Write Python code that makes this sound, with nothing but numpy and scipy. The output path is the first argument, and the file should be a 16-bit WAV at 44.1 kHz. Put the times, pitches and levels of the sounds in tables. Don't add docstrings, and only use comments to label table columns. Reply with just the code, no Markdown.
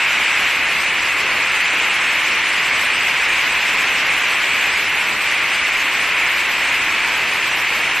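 import sys
import numpy as np
from scipy import signal
from scipy.fft import rfft, irfft
from scipy.io import wavfile
from scipy.ndimage import uniform_filter1d

SR = 44100
rng = np.random.default_rng(int(sys.argv[2]) if len(sys.argv) > 2 else 0)


def unload_audio(sound):
    columns = np.transpose(np.atleast_2d(sound))
    steps = np.round(np.clip(columns, -1, 1) * 32767)
    wavfile.write(sys.argv[1], SR, steps.astype(np.int16))


def magnitude_from_level(level_db):
    exponent = np.asarray(level_db, float) / 20
    return 10 ** exponent


N = 352800
FRAME, GRID = 1024, 10


def gust_drift(rate_hz):
    hold = int(SR / rate_hz)
    steps = np.repeat(rng.standard_normal(N // hold + 1), hold)
    return 0.77 * uniform_filter1d(steps, hold)[:N]


def hail_blows(rate_hz, scatter_db):
    when, size, sign = rng.random((int(N / 2), 3)).T
    landed = np.arange(len(when)) < rate_hz * N / SR
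    strength = magnitude_from_level(-scatter_db * np.log(1 - size))
    hits = landed * np.sign(sign - 0.5) * strength
    return np.bincount((when * N).astype(int), hits, N)


def heard_colour(hz):
    # frequency in Hz, level in dB per Hz.
    roof_colour = [(12, -40), (22, -12), (40, -20.5), (72, -15), (100, -17), (370, -12), (680, -9.5),
                   (900, -6), (1500, -4.5), (3600, -10), (4300, -12), (6500, -19), (8000, -19),
                   (13500, -19)]
    # centre in Hz, width in Hz, boost in dB.
    resonances = [
        (280, 10, 2),
        (322, 8.6, 2.5),
        (367, 6.6, 3),
        (890, 24, 1.5),
        (2405, 788, 12.5),
        (1050, 105, 2),
    ]
    colour_hz, colour_db = np.transpose(roof_colour)
    colour = magnitude_from_level(np.interp(np.log(hz), np.log(colour_hz), colour_db))
    for centre_hz, width_hz, db in resonances:
        colour = colour * magnitude_from_level(db * np.exp(-((hz - centre_hz) / width_hz) ** 2))
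    return colour


def drumming_roof():
    # time in seconds, roar level in dB.
    hail_fall = [(0.0, -16.5), (0.42, -17.5), (0.51, -17), (0.56, -18.5), (2.03, -17.5), (4.68, -17.5),
                 (4.92, -19.5), (4.99, -17.5), (5.17, -20.5), (5.26, -18), (6.15, -18.5), (6.21, -17),
                 (6.46, -18.5), (6.75, -18), (7.98, -19), (8.0, -20)]
    time_s, fall_db = np.transpose(hail_fall)
    hz = np.maximum(np.arange(N // 2 + 1) * SR / N, 1)

    fade = np.exp(-np.arange(4096) / SR / 0.0039)
    smear = rfft(rng.standard_normal(4096) * fade, N)
    blows = rfft(hail_blows(rate_hz=15000, scatter_db=1.5)) * np.exp(1j * np.angle(smear))
    ringing = blows * heard_colour(hz)

    low = 1 / (1 + (hz / 750) ** 4)
    high = 1 / (1 + (3700 / hz) ** 4)
    body, drumming, spray = [irfft(ringing * share, N) for share in (1 - low - high, low, high)]

    roar_db = np.interp(np.arange(N) / SR, time_s, fall_db)
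    swell_db = roar_db - roar_db.mean()
    drum_db = (0.19 - 1) * swell_db + 0.5 * gust_drift(4)
    spray_db = (0.97 - 1) * swell_db + 0.3 * gust_drift(4.26)
    drum_db = drum_db - drum_db.mean() + 1.4 * gust_drift(11)
    spray_db = spray_db - spray_db.mean() + 1.27 * gust_drift(30)
    together = body + drumming * magnitude_from_level(drum_db) + spray * magnitude_from_level(spray_db)
    return magnitude_from_level(roar_db - 0.4) * together / np.std(body)


def scene():
    return np.tile(drumming_roof(), (2, 1))


def lapped_waves(bins=640):
    n = np.arange(2 * FRAME)[:, None] + 0.5
    k = np.arange(bins) + 0.5
    fade = np.sin(np.pi * n / 2 / FRAME)
    return np.sqrt(2 / FRAME) * fade * np.cos(np.pi / FRAME * (n + FRAME / 2) * k)


def whistling_edges(mid):
    # edge number (32 bins apart), dB above the tile.
    edge_whistles = [(12, 1), (13, 6), (14, 1), (15, 6), (16, 10), (17, 13), (18, 10.5), (19, 44)]
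    # time in seconds, level in dB.
    top_whistle = [
        (0, -49),
        (2.8, -51),
        (3.6, -49),
        (8, -43),
    ]
    for edge, db in edge_whistles:
        mid[:, 32 * round(edge)] *= magnitude_from_level(db)
    time_s, whistle_db = np.transpose(top_whistle)
    mid[:, 576] = np.sign(mid[:, 576]) * np.std(mid[:, 576])
    frame_s = np.arange(len(mid)) * FRAME / SR
    mid[:, 576] *= magnitude_from_level(np.interp(frame_s, time_s, whistle_db - whistle_db.mean()))


def thrifty_treble(mono, hold=0.3):
    tile_choices = [(192, .68, 0, 0), (196, .44, 0, 0), (216, .2, 0, 0), (264, .12, 0, 0),
                    (352, .17, .03, 0), (384, .44, .43, 0), (544, .3, .5, 0), (576, .62, .06, 0),
                    (580, .25, .08, .52), (592, .06, .06, .82), (600, .17, .01, .82)]
    # gain in dB, flicker in dB, width of a noise-filled frame (0-1).
    tile_sound = [(-1, 2.5, 0.3), (0, 2, 0.4), (-1, 3, 0.31), (0.5, 2.5, 0.44), (1, 4, 0.39), (-9, 4, 0.62),
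                  (-8.5, 1.5, 0.6), (-4.5, 5.5, 0.64), (-5, 5, 0.56), (-14, 3, 0.9), (-44.5, 6.5, .02)]
    tiles = np.hstack([tile_choices, tile_sound])

    waves = lapped_waves()
    padded = np.pad(mono, (FRAME - GRID, FRAME - (N - GRID) % FRAME + FRAME))
    halves = padded.reshape(-1, FRAME)
    mid = np.hstack([halves[:-1], halves[1:]]) @ waves
    side, frames = np.zeros_like(mid), len(mid)
    mid[:, 616:] = 0
    whistling_edges(mid)
    mid[:, 384:416] *= magnitude_from_level(7.0)

    edges = [192, 196, 216, 240, 264, 292, *range(320, 577, 32), 580, 592, 600, 616]
    budget = rng.random(frames)
    for lo, hi in zip(edges, edges[1:]):
        _, keep, flip, drop, db, flicker_db, spread = tiles[tiles[:, 0] <= lo][-1]
        dice, stay = rng.random(frames), rng.random(frames)
        jolt = rng.standard_normal(frames)
        if lo < 240 or 576 < lo < 600:
            dice, stay = budget, np.roll(budget, 7)
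        dice = dice[np.maximum.accumulate(np.arange(frames) * (stay > hold))]
        turn = np.where(dice < drop + keep, 0, np.where(dice > 1 - flip, 1, spread))
        turn = turn[:, None] * np.pi / 2
        gain = (magnitude_from_level(db + flicker_db * np.minimum(jolt, 1.2)) * (dice >= drop))[:, None]
        noise = mid[rng.permutation(frames), lo:hi] * rng.choice([-1, 1], (frames, hi - lo))
        unevenness = magnitude_from_level(1.6 * rng.standard_normal((frames, 1)))
        side[:, lo:hi] = unevenness * gain * np.sin(turn) * noise
        mid[:, lo:hi] *= gain * np.cos(turn)

    blocks = np.array([mid + side, mid - side]) @ waves.T
    joined = blocks[:, 1:, :FRAME] + blocks[:, :-1, FRAME:]
    first = blocks[:, :1, FRAME - GRID:FRAME].reshape(2, -1)
    return np.hstack([first, joined.reshape(2, -1)])[:, :N]


def roll_off(x):
    return signal.sosfilt(signal.butter(12, 13530, fs=SR, output="sos"), x)


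def record(dry):
    power = uniform_filter1d(dry[0] ** 2, int(0.02 * SR))
    usual_power = uniform_filter1d(power, int(0.3 * SR))
    evened = dry[0] * (power / usual_power) ** -0.12
    rounded = np.tanh(1.6 * evened) / 1.6
    return roll_off(thrifty_treble(rounded))


dry = scene()
out = record(dry)
unload_audio(out)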